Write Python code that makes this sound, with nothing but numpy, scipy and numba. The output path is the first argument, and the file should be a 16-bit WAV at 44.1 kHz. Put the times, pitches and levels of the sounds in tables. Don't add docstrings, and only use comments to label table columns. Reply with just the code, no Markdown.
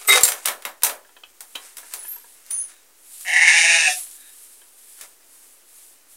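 import sys
import numpy as np
from scipy import signal
from scipy.fft import rfft, irfft
from scipy.io import wavfile
from scipy.ndimage import uniform_filter1d
from numba import njit

SR = 44100
rng = np.random.default_rng(int(sys.argv[2]) if len(sys.argv) > 2 else 0)


def store_pcm(level_fs):
    pcm = np.round(np.clip(level_fs, -1, 1) * 32767).astype(np.int16)
    wavfile.write(sys.argv[1], SR, np.atleast_2d(pcm).T)


N = 271876
T = np.arange(N) / SR

# (time [s], half length [s], level [dB])
CLOTH_SWISHES = [(0.0, 0.3, -45), (1.62, 0.13, -49.5), (1.907, 0.05, -47), (2.068, 0.043, -50),
                 (2.3, 0.09, -50.5), (3.228, 0.12, -40.5), (3.964, 0.064, -31.5), (4.12, 0.078, -43.5),
                 (4.382, 0.23, -46.5), (4.937, 0.13, -46.5), (5.421, 0.12, -49.5), (5.811, 0.1, -48),
                 (6.13, 0.032, -48.5)]
# (frequency [Hz], gain [dB])
CLOTH_SPECTRUM = [(500, -27.5), (3000, -12), (6000, -10), (8000, -1), (10000, 1.5), (13000, -5),
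                  (16000, -18.5)]
# (time [s], half length [s], level [dB])
STRAW_SHUFFLES = [(0.33, .13, -42), (1.66, 0.043, -46.5), (1.97, .17, -46), (2.6, 0.13, -49),
                  (4.0, 0.14, -59.5), (5.03, 0.042, -47.5)]
# (frequency [Hz], gain [dB])
STRAW_SPECTRUM = [(120, -29.5), (300, -6), (700, -4), (1800, 4), (4000, -2), (9000, 5.5), (16000, -14.5)]
# (frequency [Hz], gain [dB])
AIR_SPECTRUM = [(25, -10), (50, -11), (100, -19), (165, -27), (260, -9), (380, -7), (1000, -11),
                (4000, -14), (9500, -11), (15000, -12)]
# (frequency [Hz], gain [dB])
SCRAPE_SPECTRUM = [(100, -31), (300, -29), (400, 1.5), (620, -5), (790, 0.5), (950, -6.5), (1230, 7),
                   (1600, -1.5), (2300, 1), (3200, -4), (6000, -4), (10000, -2), (13000, -14), (16000, -16)]
# (start [s], length [s], pitch [Hz], waver [Hz], level [dB])
STEEL_SQUEALS = [(0.073, 0.051, 8140, 18, -15), (0.07, 0.056, 12112, 33, -24), (0.085, .08, 394, 11.6, -32),
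                 (0.082, 0.086, 2075, 7.6, -10.5), (0.083, 0.1, 3764, 9, -19), (0.15, .05, 500.6, 6, -25),
                 (1.973, 0.18, 9990, 65, -37.5), (2.027, .07, 13000, 43, -43), (2.08, .09, 12740, 44, -27),
                 (2.5, 0.15, 9330, 69, -29), (2.501, 0.17, 9910, 264, -25.5), (2.511, .15, 6250, 97, -39.5),
                 (3.881, 0.19, 10500, 340, -31.5)]
# (frequency [Hz], gain [dB], t60 [s])
BOLT_MODES = [(2075, -22.5, .1), (3764, -19, .15), (7440, 8, .05), (7576, -7, .05), (8640, 1, 0.15),
              (9940, -2, .06), (12030, -28.5, .2)]
# (time [s], steel gain [dB], wood gain [dB])
LATCH_KNOCKS = [(0.077, -27, -34), (0.086, -38, -40), (0.209, -19.5, -21), (0.286, -17, -22.5),
                (0.453, -43, -26), (0.457, -13.5, -22.5), (0.474, -23.5, -22.5), (0.484, -21.5, -18),
                (0.622, -41.5, -36.5), (0.651, -26, -21.5), (0.821, -35.5, -32.5), (1.406, -30.5, -40.5),
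                (1.555, -34, -31), (1.769, -31.5, -40), (1.782, -32.5, -40.5), (1.937, -24, -32),
                (2.463, -43, -55), (2.509, -30, -38.5), (3.209, -36, -55), (4.111, -40.5, -63),
                (5.011, -33, -36.5)]
# (time [s], steel gain [dB], wood gain [dB], thud gain [dB], ring gain [dB],
# first gap [s], steel loss per rebound [dB])
HEAVY_SLAMS = [(0.234, -8.5, -23, -38, -10.5, .018, 5), (0.834, -9.5, -23.5, -54.5, -32, .013, 6.5)]
# (time [s], peak level [dB], tilt towards low modes [dB/octave])
BOARD_TAPS = [(1.048, -42.5, 12), (1.092, -45, 12), (1.166, -35, 3), (1.235, -28, -5), (1.553, -19.5, -19),
              (1.83, -39, 16.5), (2.046, -36, 6), (2.161, -39.5, 14), (2.241, -42, 17), (4.616, -42.5, 2)]
# (frequency [Hz], gain [dB], t60 [s])
BOARD_MODES = [(485, -29, 0.04), (988, -6.5, 0.033), (1386, -6, 0.034), (1663, 5.5, 0.015),
               (2600, 1.5, 0.024), (3030, 4, 0.018), (3190, 2.5, 0.02), (3790, -7, 0.018),
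               (5100, -19, 0.0055)]
# (start [s], length [s], pitch [Hz], level [dB])
DISTANT_CALLS = [(2.677, 0.15, 291.5, -61), (4.14, 0.23, 270, -55.5)]
# (frequency [Hz], width [Hz], gain [dB])
DISTANT_FORMANTS = [(1710, 310, 1), (2400, 690, -6), (3770, 280, 3)]
# (time [s], effort [dB], pitch [Hz], first formant [Hz], relative rasp [dB])
BLEAT_COURSE = [(3.25, -32, 172, 720, -9), (3.28, -20, 174.8, 730, -11.5), (3.341, -18.5, 167.3, 800, -11),
                (3.42, -14, 159.1, 840, -10), (3.499, -13, 164.9, 860, -5), (3.6, -14, 164.9, 735, -4),
                (3.76, -14.5, 167.2, 735, -4), (3.879, -17, 149.8, 725, -4), (3.924, -38, 142.7, 715, 14.5)]
# (time [s], half length [s], strength [0-1])
BLEAT_THROBS = [(3.282, 0.0095, 0.46), (3.337, 0.0059, 0.99), (3.367, 0.0069, 1), (3.419, .015, .8),
                (3.48, .014, .55), (3.541, .017, .3)]
# (frequency [Hz], width [Hz], gain [dB])
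THROAT_FORMANTS = [(1811, 345, 0.5), (3750, 150, -23)]
# (frequency [Hz], width [Hz], gain [dB])
RASP_FORMANTS = [(3640, 660, -1.5), (4540, 1100, -11.5), (5545, 1500, -1.5), (6620, 1100, -5),
                 (7500, 1300, -5.5), (8590, 710, -2), (9190, 1400, -4)]
# (frequency [Hz], t60 [s])
BARN_DECAY = [(250, 0.33), (700, 0.25), (1600, 0.17), (6000, 0.2), (15000, .22)]


def undb(db):
    return 10 ** (np.asarray(db) / 20)


def unit(x):
    return x / np.sqrt(np.mean(x ** 2) + 1e-18)


def walk(rate_hz, size=N):
    hold = max(int(SR / rate_hz), 1)
    steps = np.repeat(rng.standard_normal(size // hold + 1), hold)
    return 1.2 * uniform_filter1d(steps, hold)[:size]


def swell(time_s, half_s):
    return np.exp(-((T - time_s) / half_s) ** 2)


def swells(rows):
    return np.sqrt(sum(undb(db) ** 2 * swell(s, half_s) for s, half_s, db in rows))


def envelope(t, length_s, attack_s, release_s):
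    return np.clip(np.minimum(t / attack_s, (length_s - t) / release_s), 0, 1)


def mode(t, hz, t60):
    return np.sin(2 * np.pi * hz * t) * np.exp(-np.log(1000) * t / t60)


def add(out, time_s, sound):
    i = max(int(time_s * SR), 0)
    out[i:i + len(sound)] += sound[:N - i]


def grains(spread_db):
    sizes = np.repeat(rng.exponential(size=N // 16 + 1), 16)[:N]
    return unit(rng.standard_normal(N) * undb(spread_db * np.minimum(sizes, 5)))


def colour(x, spectrum, size=2048):
    hz, db = np.transpose(spectrum)
    bins_hz = np.arange(size // 2 + 1) * SR / size
    gain = undb(np.interp(np.log(bins_hz + 1), np.log(hz), db))
    cepstrum = irfft(np.log(gain))
    cepstrum[1:size // 2] *= 2
    cepstrum[size // 2 + 1:] = 0
    response = irfft(np.exp(rfft(cepstrum)))
    return signal.fftconvolve(x, response / np.linalg.norm(response))[:len(x)]


def band(x, lo_hz, hi_hz, order=2):
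    sos = signal.butter(order, [lo_hz, min(hi_hz, .45 * SR)], "band", fs=SR, output="sos")
    return signal.sosfilt(sos, x)


@njit
def svf(x, tuning, damping):
    y, mid, low = np.empty(len(x)), 0., 0.
    for i in range(len(x)):
        g, k = tuning[i], damping[i]
        v = (mid + g * (x[i] + 1e-18 - low)) / (1 + g * (g + k))
        mid, low, y[i] = 2 * v - mid, low + 2 * g * v, k * v
    return y


def resonance(x, hz, width_hz):
    tuning, damping = np.tan(np.pi * hz / SR) * np.ones(N), width_hz / hz * np.ones(N)
    return svf(svf(x, tuning, damping), tuning, damping)


def rustle(straw_rest_db=-61.5):
    cloth = colour(grains(spread_db=1), CLOTH_SPECTRUM) * swells(CLOTH_SWISHES) * undb(1.04 * walk(40))
    shuffling = np.hypot(swells(STRAW_SHUFFLES), undb(straw_rest_db))
    straw = colour(grains(spread_db=2.5), STRAW_SPECTRUM) * shuffling * undb(1.7 * walk(35))
    return band(cloth + straw, 230, .45 * SR, order=4)


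def still_air(level_db=-56):
    return colour(rng.standard_normal(N), AIR_SPECTRUM) * undb(level_db)


def bolt_scrape(push_s=.08, push_db=-16.5, sag_db_per_s=25, rub_db=-45, catch_db=2.5):
    t = T - push_s
    push = envelope(t, length_s=.115, attack_s=.011, release_s=.0046) * undb(push_db - sag_db_per_s * t)
    rub = undb(rub_db) * (T < HEAVY_SLAMS[0][0])
    grit = colour(grains(spread_db=3.3), SCRAPE_SPECTRUM)
    return grit * (push + rub) * undb(catch_db * walk(190))


def squeals(flutter_db=2.5):
    out, t = np.zeros(N), T[:SR // 4]
    for start, length_s, hz, waver_hz, db in STEEL_SQUEALS:
        grip = envelope(t, length_s, attack_s=.067 * length_s, release_s=.37 * length_s)
        waver = walk(350, len(t)) + walk(25, len(t)) / 2
        tone = np.sin(2 * np.pi * np.cumsum(hz + waver_hz * waver) / SR)
        add(out, start, tone * grip * undb(db + flutter_db * walk(220, len(t))))
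    return out


def blow(steel_db, wood_db, thud_db, ring_db, crack_s=.002, rattle_s=.015, thud_s=.0006, body_s=.039):
    t = T[:SR // 3]
    onset = 1 - np.exp(-t / .00055)
    fade = onset * (np.exp(-t / crack_s) + undb(-11) * np.exp(-t / rattle_s))
    noise = rng.standard_normal((3, len(t)))
    body = unit(band(noise[0], 470, 1700)) * np.exp(-t / body_s) * undb(-12)
    clack = unit(band(noise[1], 1279, 3800)) * fade * undb(1.5)
    snap = unit(band(noise[2], 6500, 13000, order=1)) * fade * undb(5)
    thud = band(np.exp(-t / thud_s), 30, 350) * undb(10.5)
    ring = sum(undb(db) * mode(t, hz, t60) for hz, db, t60 in BOLT_MODES)
    wood = undb(wood_db) * (body + clack)
    return wood + undb(steel_db) * snap + undb(thud_db) * thud + undb(ring_db) * ring


def light_blow(steel_db, wood_db):
    return blow(steel_db, wood_db, thud_db=steel_db - 41, ring_db=steel_db - 24.5)


def knocks(rebounds=3, gap_growth=1.5):
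    out = np.zeros(N)
    for s, steel_db, wood_db, thud_db, ring_db, gap_s, loss_db in HEAVY_SLAMS:
        add(out, s, blow(steel_db, wood_db, thud_db, ring_db))
        for k in range(1, rebounds + 1):
            s, gap_s = s + gap_s, gap_s * gap_growth
            add(out, s, light_blow(steel_db - k * loss_db, wood_db))
    for s, steel_db, wood_db in LATCH_KNOCKS:
        add(out, s, light_blow(steel_db, wood_db))
    return out


def door_boom(start_hz=1030, end_hz=593, glide_s=.036, decay_s=.054, level_db=-32):
    t = np.maximum(T - HEAVY_SLAMS[-1][0], 0)
    hz = end_hz + (start_hz - end_hz) * np.exp(-t / glide_s)
    hollow = unit(resonance(rng.standard_normal(N), hz, width_hz=330))
    return hollow * undb(level_db) * np.exp(-t / decay_s) * (t > 0)


def board_taps(contact_s=.0092, scatter=.012):
    out, t = np.zeros(N), T[:SR // 5]
    for s, peak_db, tilt in BOARD_TAPS:
        contact = rng.standard_normal(len(t)) * np.exp(-t / contact_s)
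        detunings = 1 + scatter * rng.standard_normal(len(BOARD_MODES))
        ring = sum(undb(db - tilt * np.log2(hz / 2000)) * mode(t, hz * detune, t60)
                   for (hz, db, t60), detune in zip(BOARD_MODES, detunings))
        tap = band(signal.fftconvolve(contact, ring)[:len(t)], 300, 16000, order=3)
        add(out, s, tap * undb(peak_db) / np.abs(tap).max())
    return out


def distant_calls(jitter=.17):
    out = np.zeros(N)
    for start, length_s, hz, level_db in DISTANT_CALLS:
        cycles = np.cumsum(hz * (1 + jitter * walk(100))) / SR
        closures = np.diff(np.floor(cycles), prepend=0)
        voice = unit(sum(undb(db) * resonance(closures, f, width) for f, width, db in DISTANT_FORMANTS))
        out += voice * undb(level_db) * np.sin(np.pi * np.clip((T - start) / length_s, 0, 1))
    return out


def quaver(tremor_hz=18.2, tremor_depth=.16):
    throbs = sum(strength * swell(s, half_s) for s, half_s, strength in BLEAT_THROBS)
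    tremor = tremor_depth * np.sin(2 * np.pi * tremor_hz * T)
    return 2 * (throbs - uniform_filter1d(throbs, size=2600)) + tremor


def vocal_folds(pitch_hz, shimmer_db=2.2):
    jitter = np.interp(T, [3.38, 3.5], [.09, .015])
    cycles = np.cumsum(pitch_hz * (1 + jitter * walk(170))) / SR
    shimmer = undb(shimmer_db * np.clip(walk(170), -2, 1))
    closures = unit(np.diff(np.floor(cycles), prepend=0) * shimmer)
    breath = unit(rng.standard_normal(N) * np.exp(-(cycles % 1) / .2954))
    return closures, breath


def bleat(quaver_pitch_share=.12, quaver_db=9, quaver_mouth_hz=130):
    times, *columns = np.transpose(BLEAT_COURSE)
    effort_db, pitch_hz, jaw_hz, rasp_db = (np.interp(T, times, column) for column in columns)
    start, end = times[0], times[-1]
    swing = quaver()
    pitch_hz = pitch_hz * (1 + quaver_pitch_share * swing)
    throb_db = quaver_db * swing
    mouth_hz = np.interp(T, [start, end], [2040, 2584]) - quaver_mouth_hz * swing
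    nose_db = np.interp(T, [start, end], [-8, -6])
    closures, breath = vocal_folds(pitch_hz)
    source, breathy_source = closures + undb(-16) * breath, closures + undb(-11) * breath
    stretch = (pitch_hz / 165) ** .2 * (1 + .01 * walk(22))
    throat = sum(undb(db) * resonance(source, hz * stretch, width) for hz, width, db in THROAT_FORMANTS)
    mouth = undb(4) * resonance(source, mouth_hz, width_hz=352)
    nose = resonance(source, 2830 * stretch, width_hz=400)
    jaw = resonance(source, jaw_hz, width_hz=260)
    rasp = sum((-1) ** k * undb(db) * resonance(breathy_source, hz * stretch, width)
               for k, (hz, width, db) in enumerate(RASP_FORMANTS))
    voice = (unit(throat - mouth) * undb(throb_db)
             + unit(nose) * undb(nose_db)
             + unit(jaw) * undb(-19 + throb_db / 2)
             + unit(rasp) * undb(rasp_db + throb_db / 2))
    return band(voice * (T > start) * (T < end), 400, 16000) * undb(effort_db - 4)


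def closing_note(time_s=3.892, centre_hz=735.6, sag_hz_per_s=700):
    hz = centre_hz - sag_hz_per_s * (T - time_s)
    return np.sin(2 * np.pi * np.cumsum(hz) / SR) * undb(-30.5) * swell(time_s, half_s=.021)


def barn_echo(x, build_s=.0057):
    t, tail = T[:SR * 3 // 4], 0
    edges_hz = np.geomspace(230, 19000, 11)
    hz, t60 = np.transpose(BARN_DECAY)
    for lo, hi in zip(edges_hz, edges_hz[1:]):
        band_t60 = np.interp(np.log(lo * hi) / 2, np.log(hz), t60)
        tail += band(rng.standard_normal(len(t)), lo, hi, order=4) * np.exp(-np.log(1000) * t / band_t60)
    tail *= np.clip(t / build_s, 0, 1)
    return signal.fftconvolve(x, tail / np.linalg.norm(tail))[:N]


def scene():
    door = knocks() + bolt_scrape() + door_boom()
    squeal = squeals()
    sheep = bleat() + closing_note()
    flock = board_taps() + distant_calls()
    direct = door + squeal + undb(-3) * sheep + flock
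    echo = barn_echo(undb(-5.5) * door + undb(-4.5) * squeal + sheep + undb(-9.5) * flock)
    return (direct + echo + rustle() + still_air())[None]


def record(dry, top_hz=15700, dc_offset=-.0009):
    low_pass = signal.ellip(8, .1, 70, top_hz, fs=SR, output="sos")
    return signal.sosfiltfilt(low_pass, np.clip(dry, -1, 1) + dc_offset)


dry = scene()
out = record(dry)
store_pcm(out)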